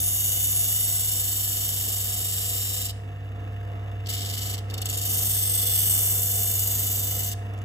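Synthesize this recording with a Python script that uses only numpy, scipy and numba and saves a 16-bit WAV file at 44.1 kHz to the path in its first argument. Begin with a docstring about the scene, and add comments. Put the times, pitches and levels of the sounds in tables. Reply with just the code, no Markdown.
"""Buzzing hiss of wood fed to a bench disc sander, eased off, touched on in chatter and fed again.
The same grit passes the wood each turn, so the hiss buzzes at shaft rate; runout makes a light touch chatter.
Block, disc and table ring under the scraping; hands, sleeves and brick walls return echoes.
Underneath, the induction motor hums and whirs and the disc stirs the air; wood ticks on the table at the end."""
import sys
import numpy as np
from scipy import signal
from scipy.fft import rfft, irfft, next_fast_len
from scipy.io import wavfile
from scipy.ndimage import uniform_filter1d, map_coordinates
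from numba import njit

SR = 44100
rng = np.random.default_rng(int(sys.argv[2]) if len(sys.argv) > 2 else 0)


def inscribe(sig):
    """Save sig as 16-bit PCM at rate SR to the path in sys.argv[1].

    A 1-D sig is mono; a 2-D sig holds one channel per row.
    Samples are clipped to [-1, 1] before scaling.
    """
    pcm = np.round(np.clip(np.atleast_2d(sig).T, -1, 1) * 32767)
    wavfile.write(sys.argv[1], SR, pcm.astype(np.int16))


N = 336924
T = np.arange(N) / SR


def undb(db):
    """Decibels to gain."""
    return 10 ** (np.asarray(db) / 20)


def unit(x):
    """Scale to rms 1."""
    return x / np.sqrt(np.mean(x ** 2))


def curves(rows):
    """Table columns against time, joined by straight lines."""
    t_s, *columns = np.transpose(rows)
    return [np.interp(T, t_s, column) for column in columns]


def walk(rate_hz):
    """Smoothed random steps, rms 1."""
    k = int(SR / rate_hz)
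    steps = np.repeat(rng.standard_normal(N // k + 1), k)
    return unit(uniform_filter1d(uniform_filter1d(steps, k), k)[:N])


def colour(x, points, lag_s=0):
    """Shape x by (f/Hz, level/dB) points, roll off below the first, delay, scale to rms 1."""
    size = next_fast_len(N + 2048)
    f = np.maximum(np.arange(size // 2 + 1) * SR / size, 1)
    hz, db = np.transpose(points)
    gain = undb(np.interp(np.log(f), np.log(hz), db)) * np.minimum(f / hz[0], 1) ** 2
    delay = np.exp(-2j * np.pi * f * lag_s)
    return unit(irfft(rfft(x, size) * gain * delay, size)[:N])


@njit
def svf(x, hz, width_hz):
    """State-variable band-pass with a movable centre."""
    y, band, low = np.empty(len(x)), 0., 0.
    for i in range(len(x)):
        g, k = np.tan(np.pi * hz[i] / SR), width_hz / hz[i]
        v = (band + g * (x[i] - low)) / (1 + g * (g + k))
        band, low, y[i] = 2 * v - band, low + 2 * g * v, k * v
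    return y


def ring(x, hz, width_hz):
    """One resonance, fixed or moving."""
    return svf(x, hz + np.zeros(N), float(width_hz))


def delayed(x, lag_s):
    """x heard later; the lag may move."""
    return map_coordinates(x, [np.arange(N) - lag_s * SR], order=3)


def echoes(x, t60, start_s):
    """Dense exponentially decaying reflections, unrelated at the two ports."""
    t = np.arange(SR // 2) / SR
    decay = np.exp(-np.log(1000) * t / t60) * (t > start_s)
    response = rng.standard_normal((2, len(t))) * decay
    response /= np.sqrt(np.sum(response ** 2, axis=1, keepdims=True))
    return signal.fftconvolve(x[None], response, axes=1)[:, :N]


def surface(turns, keep, fresh, size=1774):
    """Random profile round the disc, met each turn: it changes slowly and is partly new each time."""
    keep, fresh = np.clip([keep, fresh], .01, .99)
    worn, new = rng.standard_normal((2, 200, size))
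    for k in range(1, len(worn)):
        worn[k] = keep * worn[k - 1] + np.sqrt(1 - keep ** 2) * worn[k]
    profile = np.sqrt(1 - fresh) * worn + np.sqrt(fresh) * new
    return map_coordinates(profile.ravel(), [turns * size], order=3)


# phase lead of the left port over the right, by frequency: f/Hz, lead/rad
PORT_PHASE_POINTS = [(0, 0), (1600, 1), (2150, 1.5), (2500, 3.2), (2800, 4.2), (3250, 4), (3550, 5.6),
                     (4200, 4), (5300, 7.6), (6500, 6.3), (7000, 6.6), (9000, 9.25), (10200, 9.55),
                     (11900, 12.4), (14300, 12.7), (15700, 15.6)]


def ports(x):
    """One source at the left and right ports, differing in phase by frequency."""
    size = next_fast_len(N + 2048)
    phase = np.interp(np.arange(size // 2 + 1) * SR / size, *np.transpose(PORT_PHASE_POINTS))
    return np.array([x, irfft(rfft(x, size) * np.exp(-1j * phase), size)[:N]])


def walls(x):
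    """Brick walls return diffuse echoes, dulled above 8 kHz."""
    dulled = signal.sosfilt(signal.butter(2, 8000, fs=SR, output="sos"), x)
    return undb(-14.3) * echoes(dulled, t60=0.46, start_s=0.0045)


HUM_HZ = 100.03
MOTOR_LAG_S = np.array([[.00024], [0]])  # motor nearer the right port
# running machine: t/s, hum level/dB
MACHINE_LEVEL = [(0, -34.5), (1.4, -35.5), (3.25, -34), (3.5, -32), (7.64, -31.5)]


def swell():
    """Machine level about its mean, in dB, followed by whir and air."""
    hum_db, = curves(MACHINE_LEVEL)
    return 0.86 * (hum_db - hum_db.mean())


def hum():
    """Mains pull on the motor core, a sine at twice mains frequency."""
    hum_db, = curves(MACHINE_LEVEL)
    return np.sqrt(2) * undb(hum_db) * np.sin(2 * np.pi * HUM_HZ * (T - MOTOR_LAG_S))


# mains, shaft and bearing lines before swell: f/Hz, level/dB, waver/dB rms, growth over the run/dB
MOTOR_LINES = [(63.6, -45.5, 1.5, -1.5), (121.7, -55, 2.5, 0.5), (150.6, -57.5, 4, 0.5), (199.7, -68, 0, 0),
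               (298.8, -61, .5, -1.5), (447.3, -56.3, 0.5, -1.5), (502.7, -60.5, 3, 0.5),
               (699, -54, 1.55, 2), (744, -67, 1, 0), (922, -73, 2, 8.5), (1052, -70.5, 1.5, 6.5),
               (1300, -73, 2.5, 12.5)]


def motor_lines():
    """Sines wavering in level and phase; they follow part of the machine's swell."""
    lines = 0
    for hz, db, waver_db, growth_db in MOTOR_LINES:
        phase = 2 * np.pi * (hz * (T - MOTOR_LAG_S) + rng.random()) + 0.32 * walk(4.9)
        level_db = db + waver_db * walk(11) + growth_db * T / T[-1]
        lines = lines + np.sqrt(2) * undb(level_db) * np.sin(phase)
    return lines * undb(0.68 * swell())


# bearing and casing noise: f/Hz, relative level/dB
WHIR_SPECTRUM = [(160, 3), (290, 3), (380, -3.5), (480, 1.5), (580, -5.5), (730, -0.5), (900, -11),
                 (1300, -7), (1750, -20.5), (2300, -16), (4000, -71)]


def whir(turns):
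    """Bearing noise: bass straight from the casing, upper part from all sides."""
    casing = surface(turns, keep=0.96, fresh=0.6)
    direct = np.array([colour(casing, WHIR_SPECTRUM, lag_s=lag) for lag in MOTOR_LAG_S[:, 0]])
    direct = signal.sosfilt(signal.butter(1, 1200, fs=SR, output="sos"), direct)
    around = np.array([colour(rng.standard_normal(N), WHIR_SPECTRUM) for _ in range(2)])
    around = signal.sosfilt(signal.butter(1, 900, "high", fs=SR, output="sos"), around)
    return undb(-46 + swell() + 1.4 * walk(14)) * (undb(-2) * direct + around)


# stand noise: f/Hz, relative level/dB
RUMBLE_SPECTRUM = [(20, -21), (32, -7), (45, 5.5), (60, 5), (78, 16), (100, 14), (150, -65)]


def rumble():
    """Stand vibration as low noise of wandering level."""
    return undb(-51 + 2 * walk(3)) * colour(rng.standard_normal(N), RUMBLE_SPECTRUM)


def motor(turns):
    """Hum, lines, whir and rumble, all a little stronger at the right port."""
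    low_balance, high_balance = undb([[-.2], [.2]]), undb([[-1.5], [1.5]])
    return (hum() + rumble()) * low_balance + (motor_lines() + whir(turns)) * high_balance


# air dragged past the guard: f/Hz, relative level/dB
SWISH_SPECTRUM = [(1450, -8.5), (1700, 5), (1900, 1.5), (2350, -6.5), (2650, 5), (2930, 3), (3100, -8),
                  (3450, -5.5), (3680, -6.5), (4000, -14.5), (5600, -19.5), (6250, -15.5), (6900, -19),
                  (9000, -18), (15500, -24)]


def swish(turns):
    """Air noise dragged by the rough disc, fluttering once a turn."""
    flutter = unit(uniform_filter1d(surface(turns, keep=0.24, fresh=0.16), size=200))
    level_db = -53.5 + swell() + 2.0 * np.cos(2 * np.pi * (turns + 0.37)) + 2.0 * flutter
    return undb(level_db) * colour(rng.standard_normal(N), SWISH_SPECTRUM)


# block ticking on the table as it is lifted: t/s, peak force level/dB
TICK_FORCES = [(7.537, -38.5), (7.578, -42), (7.588, -40), (7.617, -38)]


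def ticks():
    """Dry knocks of wood on steel: decaying noise bursts."""
    force = sum(undb(db) * (T >= s) * np.exp(-np.abs(T - s) / 0.003) for s, db in TICK_FORCES)
    spectrum = [(3000, 2), (7000, 13.5), (11000, 8), (15000, -12)]  # f/Hz, relative level/dB
    return undb(-9.0) * force * colour(rng.standard_normal(N), spectrum)


RELEASE_S = 0.0464
# block passes: start t/s, end t/s, attack/s, first ring f/Hz, settled ring f/Hz,
# fizz level at start/dB, fizz level at end/dB
BLOCK_PASSES = [ (0.0, 2.912, 0.0034, 9060, 10800, 3, -3.5), (4.075, 4.582, 0.021, 9300, 9500, -7, 9),
                (4.765, 7.34, .1, 9700, 8700, 5, 5), ]
# press of the block: t/s, level/dB
PRESSURE_CURVE = [(0, -32), (.2, -30), (.66, -29.4), (1.5, -31), (2.6, -31), (2.9, -33.5), (4.1, -35.5),
                  (4.25, -37), (4.45, -35.5), (4.58, -36), (4.77, -54.5), (4.9, -36.5), (5.03, -34.5),
                  (5.12, -31.5), (5.5, -32.5), (5.97, -29), (6.25, -31), (6.7, -31), (7.3, -34)]


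def feed():
    """Each pass presses in, follows the hand pressure and lets go."""
    touch = 0
    for start, end, attack, *_ in BLOCK_PASSES:
        touch = touch + np.clip(np.minimum((T - start) / attack, (end - T) / RELEASE_S), 0, 1)
    return touch * undb(curves(PRESSURE_CURVE)[0])


FIRM_DB = -33


def load(press):
    """How firmly the block is held to the disc, 0-1."""
    return np.minimum(press / undb(FIRM_DB), 1)


FREE_TURNS_PER_S, SAG_TURNS_PER_S = 24.96, .11


def shaft(press):
    """Turns made so far; the motor sags a little under load."""
    return np.cumsum(FREE_TURNS_PER_S - SAG_TURNS_PER_S * load(press)) / SR


BLOCK_DB, BLOCK_FADE_DB_PER_S, GRIP_SETTLE_S = 4, 5, 0.28


def grip():
    """The grip damps the block: ring f/Hz settles, ring level/dB fades, fizz level/dB slides."""
    rows = np.array(BLOCK_PASSES)
    current = np.maximum(np.searchsorted(rows[:, 0], T) - 1, 0)
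    start, end, *_, first_hz, settled_hz, first_db, last_db = rows[current].T
    age = np.clip(T - start, 0, end - start)
    hz = settled_hz + (first_hz - settled_hz) * np.exp(-age / GRIP_SETTLE_S)
    fizz_db = first_db + (last_db - first_db) * age / (end - start)
    return hz, BLOCK_DB - BLOCK_FADE_DB_PER_S * age, fizz_db


BOUNCE_S, SLAP_ATTACK_S, SLAP_DECAY_S = 0.009, 0.0028, 0.0042
SOFT_RISE_SHARE, SOFT_RISE_S = 0.086, 0.0097  # soft rise before each slap
# slaps of the high spot just off the disc: t/s, strike level/dB, rebound level/dB, contact/s
CHATTER_SLAPS = [ (2.891, -38, -39, 0.0087), (4.059, -47, -37, 0.0025), (4.0885, -34, -31, 0.008),
                 (4.126, -42, -29.5, 0.0037), (4.577, -40.5, -40, 0.0031), (4.698, -43, -41, 0.0019),
                 (4.738, -33.5, -44, 0.0033), (4.777, -32, -40, 0.0022), (4.8158, -25, -42, 0.0023),
                 (4.855, -24, -34, 0.0035), (4.887, -30, -25, 0.004), (4.926, -31, -29.5, 0.004),
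                 (4.972, -28.5, -30, 0.0058), (5.013, -30, -34, 0.0057), (5.051, -28.5, -30, 0.005),
                 (7.313, -31.5, -36, 0.012), ]


def chatter():
    """The high spot slaps the wood and the block rebounds; each slap has a soft rise before it."""
    press = np.zeros(N)
    for s, strike_db, rebound_db, hold_s in CHATTER_SLAPS:
        for start, db in (s, strike_db), (s + BOUNCE_S, rebound_db):
            near = slice(*np.searchsorted(T, [start - .03, start + .1]))
            age = T[near] - start
            soft_rise = SOFT_RISE_SHARE * np.exp(np.minimum(age, 0) / SOFT_RISE_S)
            rise = np.minimum(soft_rise + np.maximum(age, 0) / SLAP_ATTACK_S, 1)
            touch = rise * np.exp(-np.maximum(age - hold_s, 0) / SLAP_DECAY_S)
            press[near] = np.maximum(press[near], undb(db) * touch)
    return press


RIDGE_WIDTH_TURNS = .04
# ridges of the disc: place/turn, height/runout
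DISC_RIDGES = [(.03, 1.1), (.18, 0.53), (.32, 0.4), (.74, 0.88)]


def ridges(turns):
    """Extra push of each ridge as it comes round, zero mean."""
    push = 0
    for place, height in DISC_RIDGES:
        away = (turns - place + .5) % 1 - .5
        push = push + height * np.exp(-.5 * (away / RIDGE_WIDTH_TURNS) ** 2)
    return push - push.mean()


RUNOUT_DB, HIGH_SPOT_TURN = -48, 0.018 + 1 / 12
SHAKE_DB, SHAKE_RADIANS = -66, 0.78


def runout(turns, patches):
    """Push from the high spot, ridges, grit patches and hum shaking the disc."""
    wobble = 0.78 * np.cos(2 * np.pi * (turns - HIGH_SPOT_TURN)) + ridges(turns)
    shake = undb(SHAKE_DB) * np.cos(2 * np.pi * HUM_HZ * T - SHAKE_RADIANS)
    return undb(RUNOUT_DB) * (wobble + 0.51 * patches) + shake


# block modes: f/main ring f, width/Hz, relative level/dB
BLOCK_RING_MODES = [(0.97, 160, 2), (0.717, 530, -18.5)]


def block_ring(grit, block_hz):
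    """Block modes gliding together under the scraping, rms 1."""
    modes = [undb(db) * ring(grit, ratio * block_hz, width) for ratio, width, db in BLOCK_RING_MODES]
    return unit(sum(modes))


# narrow wood rings shifted by the fingers: t/s, lower f/Hz, level/dB, upper f/Hz, level/dB
FINGER_RING_CURVES = [(0, 6000, -19, 6640, -16), (.5, 6000, -20, 6770, -7), (1.15, 5470, -17, 6760, -9),
                      (1.5, 5720, -21, 7100, -9), (2.9, 5580, -17, 7020, -7.5), (4.1, 5900, -20, 7040, -22),
                      (4.6, 5850, -9, 7070, -14), (4.85, 6000, -16, 6850, -21),
                      (5.2, 5700, -17, 6900, -11.5), (5.75, 5570, -30, 7200, -31),
                      (5.95, 5850, -17, 7150, -5), (6.4, 6150, -26, 6900, -9.5),
                      (6.75, 6200, -20, 6770, -5.5), (7.3, 6200, -11, 6700, -14)]


def finger_rings(grit):
    """The wood sings narrowly at two pitches that follow the fingers."""
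    low_hz, low_db, high_hz, high_db = curves(FINGER_RING_CURVES)
    pairs = [(low_hz, low_db), (high_hz, high_db)]
    return sum(undb(db) * unit(ring(grit, hz, width_hz=215)) for hz, db in pairs)


FIZZ_DB_PER_DB, RING_DB_PER_DB = 3.5, 3  # fall per dB of pressure below FIRM_DB
# grit tearing wood fibres: f/Hz, relative level/dB
HISS_SPECTRUM = [(1000, -21), (2000, -14.5), (3000, 1), (4200, -40), (5500, -42), (6500, 0.5), (7800, 9.5),
                 (9200, 0), (10700, 4.5), (11700, -4.5), (15500, 2)]
# fizz of the finest fibres: f/Hz, relative level/dB
FIZZ_SPECTRUM = [(8000, -13), (11000, 3.5), (11700, 2), (12900, 6), (14200, 0.5), (15500, 5)]


def wood_hiss(fed, face, fine, edge):
    """Torn fibres hiss; the block's ring and the fizz fall away at a light touch."""
    block_hz, block_db, fizz_db = grip()
    block = load(fed) ** RING_DB_PER_DB * undb(block_db) * block_ring(edge, block_hz)
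    fizz = load(fed) ** FIZZ_DB_PER_DB * undb(fizz_db) * colour(fine, FIZZ_SPECTRUM)
    return undb(1.34) * colour(face, HISS_SPECTRUM) + block + fizz + finger_rings(fine)


# disc and table modes: f/Hz, width/Hz, in-step level/dB, opposed level/dB
PLATE_MODES = [(1270, 110, -18.5, -38), (1720, 230, -21.5, -23), (2074, 123, -7.5, -14),
               (2230, 120, -47, -5.5), (2760, 150, -28, -0.5), (2984, 230, -1.5, 3.5),
               (3400, 145, -9.5, 1.5), (4290, 190, -4.5, -11), (4697, 420, -6, -3), (5325, 560, -5, -3.5),
               (6020, 360, -8.5, -35)]


def table_ring(in_step, opposed):
    """Broad disc and table modes, reaching the two ports in step or opposed."""
    size = next_fast_len(N + 2048)
    f = np.arange(size // 2 + 1) * SR / size
    gains = 0
    for hz, width, mid_db, side_db in PLATE_MODES:
        gains = gains + undb([[mid_db], [side_db]]) / (1 + (2 * (f - hz) / width) ** 2)
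    mid, side = irfft(rfft(np.array([in_step, opposed]), size) * gains, size)[:, :N]
    return unit(np.array([mid + side, mid - side]))


# moving sleeve echo: t/s, lag/ms
SLEEVE_LAGS = [(0, 2.32), (.3, 2.25), (1.2, 1.46), (1.8, 1.43), (2.9, 1.4), (4.1, 1.09), (4.6, 1.09),
               (5, 1.43), (5.7, 1.31), (6, 1.56), (6.7, 1.55), (7, 2.04), (7.3, 2.32)]


def sleeves(x):
    """Sleeves throw back an inverted echo; its moving lag sweeps ripples through the rasp."""
    lag_ms, = curves(SLEEVE_LAGS)
    return np.array([port - .24 * delayed(port, lag_ms / 1000) for port in x])


HOLLOW_WIDTH_HZ, HOLLOW_DB = 550, -5.5  # level re plate
PLATE_FLUTTER = .8
# hiss scattered by table, guard and hands: f/Hz, relative level/dB
SCATTER_SPECTRUM = [(1000, -9), (1800, -23), (2400, -50), (3100, -35), (4050, -47), (5500, 21), (6500, 13),
                    (7800, -1), (9600, -46), (11200, 19), (12800, 25), (15000, -7)]
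# hands at the disc: t/s, echo lag/ms, echo strength 0-1, hollow f/Hz
HAND_ECHO = [(0, 0.4, 0.27, 3660), (1.1, 0.43, 0.4, 3600), (1.8, 0.41, 0.37, 3520), (2.9, 0.43, 0.34, 3820),
             (4.05, 0.9, 0.04, 3730), (4.75, 0.63, 0.1, 3630), (5.1, 0.424, 0.23, 3600),
             (5.9, 0.42, 0.44, 3510), (7.3, 0.44, 0.17, 3640)]
# plate ring by how firmly the block sits: t/s, level/dB
SEATING_LEVEL = [(0, 4), (.4, 6.5), (1.1, 8), (2.9, 7.5), (4.1, 10.5), (4.6, 7.5), (5.15, 7.5), (5.75, 12),
                 (6.2, 4.5), (6.7, 7), (7.3, 4)]


def sanding(turns, fed):
    """Grit strikes the wood; pressure sets the hiss, and block, disc and table ring with it."""
    # uneven grain heights, in coarser and finer patches
    heights = surface(turns, keep=0.65, fresh=0.061)
    patches = unit(uniform_filter1d(surface(turns, keep=0.82, fresh=0.23), size=130))
    bite = unit(undb(4.4 * heights + 0.13 * patches))
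    # runout tells most at a light touch
    bump = runout(turns, patches)
    contact = np.maximum(fed + bump, 0) / np.sqrt(fed ** 2 + np.mean(bump ** 2))
    slaps = chatter()
    press = np.maximum(fed, 0.9 * slaps)
    force = np.maximum(fed * contact, slaps)
    # each stretch of the contact face meets its own track of grit
    tracks = [bite * surface(turns, keep=.95, fresh=.16) for _ in range(6)]
    face, fine, edge, base, *flanks = tracks
    # hiss, with fixed echoes off the steel table
    direct = force * wood_hiss(fed, face, fine, edge)
    direct = direct + undb(-10) * echoes(direct, t60=.018, start_s=.0008)[0]
    scattered = undb(-9) * force * np.array([colour(grit, SCATTER_SPECTRUM) for grit in flanks])
    # the hands throw back an inverted echo that moves with them
    lag_ms, strength, hollow_hz = curves(HAND_ECHO)
    rasp = [x - strength * delayed(x, lag_ms / 1000) for x in ports(direct) + scattered]
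    hollow = unit(ring(ring(edge, hollow_hz, HOLLOW_WIDTH_HZ), hollow_hz, HOLLOW_WIDTH_HZ))
    plate = table_ring(base, fine) + undb(HOLLOW_DB) * ports(hollow)
    # plate push levels off with pressure; a lightly held block deepens its flutter
    push = force / (1 + press / undb(-43.0)) ** 1.117
    flutter = PLATE_FLUTTER * (1 - load(fed) ** 2)
    push = push * np.maximum(contact, slaps > fed) ** flutter
    seating_db, = curves(SEATING_LEVEL)
    return sleeves(np.array(rasp) + undb(seating_db) * push * plate)


def scene():
    """Disc and motor, with the brick walls answering the disc side."""
    fed = feed()
    turns = shaft(fed)
    disc = sanding(turns, fed) + ports(ticks() + swish(turns))
    return disc + walls(disc[0]) + motor(turns)


def record(dry):
    """The phone cuts the top: steep elliptic low-pass at 15.75 kHz."""
    return signal.sosfilt(signal.ellip(10, .2, 80, 15750, fs=SR, output="sos"), dry)


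dry = scene()
out = record(dry)
inscribe(out)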